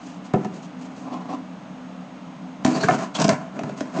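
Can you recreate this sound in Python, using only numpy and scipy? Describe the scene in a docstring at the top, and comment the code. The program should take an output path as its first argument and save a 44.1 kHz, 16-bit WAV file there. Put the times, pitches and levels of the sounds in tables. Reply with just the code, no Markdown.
"""A plastic shaker cap is turned in the fingers, bumps a plastic bottle lying on a table, and is
scraped and pressed onto its neck. Each contact clicks the rim, thuds the bottle and knocks the cap.
Sliding is a stream of tiny slips with a few squeaks, and the thread snaps past.
The touches ring in the hollow bottle and a small room with a faint steady hum."""
import sys
import numpy as np
from scipy import signal
from scipy.fft import rfft, irfft
from scipy.io import wavfile

SR = 44100
rng = np.random.default_rng(int(sys.argv[2]) if len(sys.argv) > 2 else 0)


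def file_out(sig):
    """Save sig as 16-bit WAV at sys.argv[1]."""
    # one column per channel
    cols = np.atleast_2d(sig).T
    # limit, then scale
    lim = np.clip(cols, -1, 1)
    pcm = np.round(lim * 32767).astype(np.int16)
    wavfile.write(sys.argv[1], SR, pcm)


N = 176400
T = np.arange(N) / SR
TOP_HZ = 8750


# Cap against bottle. Each row: start in seconds, thud pitch in Hz, thud level in dB, cap pitch in Hz,
# cap level in dB, cap time constant in seconds, rim clack level in dB before halving, click level in dB.
KNOCK_HITS = [ (.3357, 168, -13.5, 730, -16.5, 0.004, -23, -35.5),
              (0.3377, 368, -17, 610, -7.5, 0.0005, -26, -61),
              (0.3447, 190, -25, 365, -18.5, 0.0066, -21, -63),
              (0.359, 192, -17.5, 500, -23, 0.0035, -37, -50),
              (.4465, 241, -25, 730, -29.5, 0.002, -33, -36), (.4550, 185, -21, 374, -27, 0.0049, -32, -49),
              (2.6484, 248.4, -14.5, 1020, -23, 0.0025, -29.5, -15),
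              (2.6625, 268, -28.5, 756, -21, 0.0086, -18, -27),
              (2.6775, 296, -19.5, 989, -35, 0.0065, -31, -32),
              (2.8339, 414, -18, 1610, -18, 0.0021, -16.5, -27),
              (2.8410, 163, -16.5, 1550, -23, 0.0025, -16, -34),
              (2.8853, 357, -20.5, 724, -9.5, 0.0042, -7.5, -26.5),
              (2.9090, 167, -18, 750, -25, 0.0023, -11.5, -39),
              (3.1877, 194, -21, 1225, -40, 0.0035, -19, -29),
              (3.2003, 195, -18.5, 657, -20, 0.0019, -20.5, -41),
              (3.2180, 180, -15.5, 654, -30.5, 0.00088, -23, -36.5),
              (3.2215, 142, -22, 960, -21, 0.0021, -17, -39),
              (3.2435, 206, -15.5, 666, -15, 0.0035, -19.5, -28),
              (3.2790, 248, -12.5, 617, -26, 0.0047, -30, -40),
              (3.2825, 375, -22.5, 673, -14, 0.0042, -21, -38),
              (3.2925, 182, -15.5, 625, -16.5, 0.0061, -8.5, -17.5),
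              (3.3150, 146, -20, 573, -24.5, .003, -29, -31.5),
              (3.5912, 206, -36, 693, -24, 0.0038, -18, -34.5),
              (3.6345, 154, -26, 663, -32.5, 0.0043, -22.5, -36),
              (3.6935, 170, -44, 637, -24, 0.0024, -26.5, -41),
              (3.807, 281, -19.5, 603, -20, 0.0023, -25, -27.5),
              (3.9875, 304, -15.5, 650, -34, 0.0014, -26, -33.5)]
# Tone of the rim's clack and of its click. Each row: frequency in Hz, relative gain in dB.
RIM_EQ = [(200, -17), (600, -3), (1000, 2.5), (1600, -3), (1900, -20.5), (2400, -8), (3200, -19),
          (8000, -40)]
CLICK_EQ = [(500, 10), (2000, 3), (3100, -2.5), (4200, 3), (5400, 0.5), (6600, 2.5), (7600, -5.5),
            (8700, -10.5)]
THUD_S, RIM_S, CLICK_S = 0.0036, 0.0013, 0.0045  # time constants
BODY_LAG_S = 0.002164  # the bodies answer a moment after the rim touches

def knocks():
    """The rim clacks and clicks; then the bottle thuds and the cap knocks, pitched by place and grip."""
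    out = np.zeros(N)
    rim, click = (unit(colour(rng.standard_normal(N), eq)) for eq in (RIM_EQ, CLICK_EQ))
    for start, thud_hz, thud_db, cap_hz, cap_db, cap_s, rim_db, click_db in KNOCK_HITS:
        span = slice(int(start * SR), int(start * SR) + SR // 10)
        age = T[:len(T[span])]
        body_age = np.maximum(age - BODY_LAG_S, 0)
        out[span] += amp(rim_db) * bloom(age, RIM_S) * rim[span] / 2
        out[span] += amp(click_db) * np.exp(-age / CLICK_S) * click[span]
        out[span] += amp(thud_db) * bloom(body_age, THUD_S) * np.sin(2 * np.pi * thud_hz * body_age)
        out[span] += amp(cap_db) * bloom(body_age, cap_s) * np.sin(2 * np.pi * cap_hz * body_age)
    return out


# Fingers and rim sliding. Each row: middle and length in seconds, then rumble, rasp and hiss in dB.
SLIDES = [ (0.08, 0.24, -53.5, -67, -55), (0.258, 0.051, -56, -51, -54), (0.415, 0.14, -53, -41.5, -57.5),
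          (0.558, 0.11, -42.5, -51.5, -53.5), (0.642, 0.06, -50, -55, -50),
          (0.835, 0.11, -51, -51.5, -54.5), (0.986, 0.19, -50, -58, -57.5), (2.689, 0.11, -29, -33, -40.5),
          (2.772, 0.098, -28.5, -28.5, -38.5), (2.834, 0.07, -30.5, -29, -33),
          (2.909, 0.12, -25, -30.5, -41), (3.006, 0.17, -37.5, -33.5, -45), (3.159, 0.038, -38, -30.5, -32),
          (3.209, 0.068, -24.5, -25, -32.5), (3.25, 0.02, -19, -22, -32), (3.31, 0.086, -28, -24, -41),
          (3.43, 0.15, -49.5, -43, -62), (3.581, 0.1, -33.5, -37.5, -55.5), (3.689, 0.16, -34, -40, -56),
          (3.794, 0.073, -51, -42, -47.5), (3.899, 0.16, -46.5, -44.5, -56.5),
          (3.982, .11, -31.5, -31.5, -45)]
# Soft hollow rubs as the cap is turned. Each row: middle and length in seconds, level in dB.
FINGER_RUBS = [(1.134, 0.27, -36), (1.135, 0.087, -36.5), (1.291, 0.091, -34.5), (1.333, 0.073, -31.5)]
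# Tone of the four friction layers. Each row: frequency in Hz, relative gain in dB.
RUMBLE_EQ = [(30, -39.5), (95, -40), (135, -0.5), (200, 0.5), (300, -1.5), (440, -7), (700, -17.5),
             (2000, -79)]
RASP_EQ = [(200, -34), (520, -12.5), (630, 10.5), (740, 6), (820, -1), (1000, 2), (1650, -8), (1880, -13),
           (2150, -13.5), (2700, -23), (3600, -31.5), (9000, -69.5)]
HISS_EQ = [(600, -37), (1900, -5.5), (2700, 4.5), (3600, -2), (4100, 2.5), (5400, 0), (6700, 4),
           (7600, -3.5), (8700, -8)]
HOLLOW_EQ = [(130, -15), (200, -10), (262, 9.5), (330, -4), (440, -11), (600, -7.5), (755, 4), (830, -2),
             (910, -12), (1000, -2.5), (1120, -6), (1500, -25.5), (2400, -24), (4000, -28.5), (6500, -31.5),
             (8700, -43.5)]
SLIPS_PER_S, SLIP_SPREAD_DB, JUDDER_DB, JUDDER_PER_S = 6100, 1, 2.5, 90
RUB_GRAIN_DB, RUB_GRAINS_PER_S = 1.5, 130  # the skin grips and lets go

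def scraping():
    """Tiny uneven slips, in juddering bunches, rumble the bottle, rasp the cap and hiss at the contact."""
    slips = (rng.random(N) < SLIPS_PER_S / SR) * rng.standard_normal(N)
    slips *= amp(SLIP_SPREAD_DB * rng.standard_normal(N))
    slips *= amp(JUDDER_DB * wander(JUDDER_PER_S))
    rumble, rasp, hiss = (unit(colour(slips, eq)) for eq in (RUMBLE_EQ, RASP_EQ, HISS_EQ))
    hollow = unit(colour(slips, HOLLOW_EQ))
    grain = amp(RUB_GRAIN_DB * wander(RUB_GRAINS_PER_S))
    out = hollow * grain * sum(amp(db) * swell(middle, length) for middle, length, db in FINGER_RUBS)
    for middle, length, rumble_db, rasp_db, hiss_db in SLIDES:
        friction = amp(rumble_db) * rumble + amp(rasp_db) * rasp + amp(hiss_db) * hiss
        out += swell(middle, length) * friction
    return out


# Rim squeaks. Each row: middle and length in seconds, start and end pitch in Hz, level in dB.
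SQUEAK_GLIDES = [(0.373, 0.0098, 500, 980, -26.5), (0.453, .016, 1250, 454, -32.5),
                 (2.757, 0.052, 4360, 4670, -38), (2.823, 0.063, 4160, 4640, -35.5),
                 (3.158, 0.02, 3070, 3410, -30)]
WAVER_DEPTH, WAVER_PER_S = 0.049, 990

def squeaks():
    """Short wavering glides where the rim sticks and slips on the neck."""
    out = np.zeros(N)
    waver = 1 + WAVER_DEPTH * wander(WAVER_PER_S)
    for middle, length, start_hz, end_hz, db in SQUEAK_GLIDES:
        hz = np.interp(T, [middle - length / 2, middle + length / 2], [start_hz, end_hz]) * waver
        tone = unit(np.sin(2 * np.pi * np.cumsum(hz) / SR))
        out += amp(db) * swell(middle, length) * tone
    return out


# Snaps of the thread. Each row: start in seconds, level in dB.
SNAPS = [(3.2010, -20), (3.2177, -17), (3.2220, -17), (3.2262, -24.5), (3.2426, -13.5), (3.2462, -25),
         (3.281, -23), (3.2919, -15.5)]
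# Their bright tone. Each row: frequency in Hz, relative gain in dB.
SNAP_EQ = [(800, 2), (2000, -9), (3200, 3), (4700, 9), (5800, 8.5), (7300, 4), (8700, -9)]
SNAP_S = 0.0016  # time constant

def thread_snaps():
    """Short, crisp snaps as the cap rides over the ridges of the thread."""
    out = np.zeros(N)
    snap = unit(colour(rng.standard_normal(N), SNAP_EQ))
    for start, db in SNAPS:
        age = np.maximum(T - start, 0)
        out += amp(db) * (T >= start) * np.exp(-age / SNAP_S) * snap
    return out


# Blows that ring the loosely held cap, and the cap landing on the open neck.
# Each row: start in seconds, level in dB, brightness in dB per octave above the lowest mode.
CAP_HITS = [(.3381, -19.5, 1), (.449, -31, 2), (2.8877, -37.5, 10.5)]
NECK_HITS = [(2.6508, -19.5, 4)]
# Modes of cap and neck. Each row: pitch in Hz, relative level in dB, seconds to fall 60 dB.
CAP_RING = [(174.4, -7.5, 0.15), (410, -7, 0.049), (479, -6, 0.14), (610, -8, .12), (741.5, -6, 0.19),
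            (992, -11.5, 0.079), (1290, -12.5, .08), (1355, -22, 0.071), (1755, -16.5, 0.11),
            (2135, -20.5, 0.059)]
NECK_RING = [(252.5, 1, 0.69), (283, -17.5, 0.6), (313.7, -2.5, 0.43), (648, -4.5, 0.24), (755, -9.5, 0.22),
             (920, -26, 0.14)]

def free_ring(blows, modes):
    """A body rings out after a blow; harder contact favours its higher modes."""
    out = np.zeros(N)
    lowest_hz = modes[0][0]
    for start, blow_db, brightness in blows:
        onset = int(start * SR)
        age = T[:N - onset]
        for hz, db, t60 in modes:
            level_db = blow_db + db + brightness * np.log2(hz / lowest_hz)
            out[onset:] += amp(level_db - 60 * age / t60) * np.sin(2 * np.pi * hz * age)
    return out


# The bottle bumps the table. Each row: start in seconds, level in dB.
TABLE_HITS = [(0.337, -32.5), (2.652, -39), (3.243, -41)]
TABLE_S = 0.0073  # time constant, which also sets the pitch

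def table_bumps():
    """Deep, dull bumps of the table under firm contacts."""
    out = np.zeros(N)
    for start, db in TABLE_HITS:
        age = np.maximum(T - start, 0)
        out += amp(db) * bloom(age, TABLE_S) * np.cos(age / TABLE_S)
    return out


# Resonances of bottle and room, their weighting by register, and the tone of the reverb.
# Each row: frequency in Hz, relative gain in dB.
RESONANCES = [(139, 7), (157, 2), (183, 3), (210, 1), (252, 7), (318, 6), (377, 2), (441, 4), (610, 2),
              (746, 3), (876, 2), (994, 6), (1062, 5), (1318, 3), (1357, 1), (1438, 8), (1475, 4),
              (1614, 7), (1695, 5), (1754, 5)]
RESONANCE_EQ = [(140, -1), (190, -1.5), (260, 1.5), (400, -2), (700, -4), (1000, 6), (1450, 0.7),
                (1750, -2)]
REVERB_EQ = [(100, -2), (350, 6), (700, -2.5), (2000, 4), (4000, -2.5), (9000, 1)]
RING_DB, RING_T60_S = -3, 0.42
REVERB_GAIN, REVERB_T60_S, PREDELAY_S = 0.298, 0.24, 0.0061

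def bottle_and_room(touches):
    """The hollow bottle and the small room ring on after every touch."""
    tail = rng.standard_normal(N) * amp(-60 * T / REVERB_T60_S) * (T > PREDELAY_S)
    reverb = colour(through(touches, tail / np.linalg.norm(tail)), REVERB_EQ)
    ring = np.zeros(N)
    for hz, db in RESONANCES:
        register_db = np.interp(hz, *np.array(RESONANCE_EQ).T)
        ring += amp(db + register_db) * resonate(touches, hz, RING_T60_S)
    return touches + REVERB_GAIN * reverb + amp(RING_DB) * ring


# The room's boomy hum. Each row: pitch in Hz, level in dB, ring time in seconds split over two stages.
HUM_BANDS = [(182.9, -41.5, 0.26), (221.4, -55.5, 0.42), (256.3, -43.5, 0.48), (291.4, -49, 0.34)]
# Tone of the air. Each row: frequency in Hz, relative gain in dB.
AIR_EQ = [(25, -22), (70, -16.5), (110, -8), (170, 5), (290, 1.5), (370, -8.5), (520, -4), (680, -1),
          (850, -4), (1200, -7), (1800, -15.5), (2800, -17.5), (4500, -26), (6000, -29), (6550, -24.5),
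          (7200, -33), (8700, -36.5)]
AIR_DB = -42

def room_tone():
    """Soft steady air noise with a wavering low hum."""
    hum = np.zeros(N)
    for hz, db, ring_s in HUM_BANDS:
        band = resonate(rng.standard_normal(N), hz, ring_s / 2)
        hum += amp(db) * unit(resonate(band, hz, ring_s / 2))
    return hum + amp(AIR_DB) * unit(colour(rng.standard_normal(N), AIR_EQ))


def amp(db):
    """Decibels to gain."""
    return 10 ** (np.asarray(db) / 20)


def unit(x):
    """Scale to rms 1."""
    return x / np.sqrt(np.mean(x ** 2))


def through(x, response):
    """Pass a sound through an impulse response."""
    return signal.fftconvolve(x, response)[:len(x)]


def colour(x, points, size=4096):
    """Causal EQ from (Hz, dB) points, rolled off above TOP_HZ; white noise keeps its level."""
    hz, db = np.array(points, float).T
    freqs = np.maximum(np.fft.rfftfreq(size, 1 / SR), 1)
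    gain = amp(np.interp(np.log(freqs), np.log(hz), db)) / (1 + (freqs / TOP_HZ) ** 20)
    cepstrum = irfft(np.log(gain))
    cepstrum[1:size // 2] *= 2  # folding to minimum phase keeps attacks sharp
    cepstrum[size // 2 + 1:] = 0
    response = irfft(np.exp(rfft(cepstrum)))
    return through(x, response / np.linalg.norm(response))


def resonate(x, hz, t60):
    """One mode, gain 1 at its centre."""
    radius = np.exp(-np.log(1000) / (t60 * SR))
    pole = radius * np.exp(2j * np.pi * hz / SR)
    return 2 * (1 - radius) * signal.lfilter([1], [1, -pole], x).real


def swell(middle, length):
    """A smooth rise and fall."""
    return np.cos(np.pi * np.clip((T - middle) / length, -.5, .5))


def bloom(age, tau):
    """Rises to 1 after tau seconds and dies away."""
    return age / tau * np.exp(1 - age / tau)


def wander(per_s):
    """Random wavering, spread near 1."""
    return np.interp(T * per_s, np.arange(N), rng.standard_normal(N))


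LOW_CUT_HZ = 101  # a low cut keeps deep boom out of the knocks, scrapes and rings

def scene():
    """Cap and bottle up close in a quiet room, in mono."""
    touches = knocks() + scraping() + squeaks() + thread_snaps()
    rings = free_ring(CAP_HITS, CAP_RING) + free_ring(NECK_HITS, NECK_RING)
    low_cut = signal.butter(4, LOW_CUT_HZ, "high", fs=SR, output="sos")
    plastic = signal.sosfilt(low_cut, bottle_and_room(touches) + rings)
    return (plastic + table_bumps() + room_tone())[None]


def record(dry):
    """A steep low-pass cuts the top off the mix."""
    return signal.sosfilt(signal.ellip(10, .2, 70, TOP_HZ, fs=SR, output="sos"), dry)


dry = scene()
out = record(dry)
file_out(out)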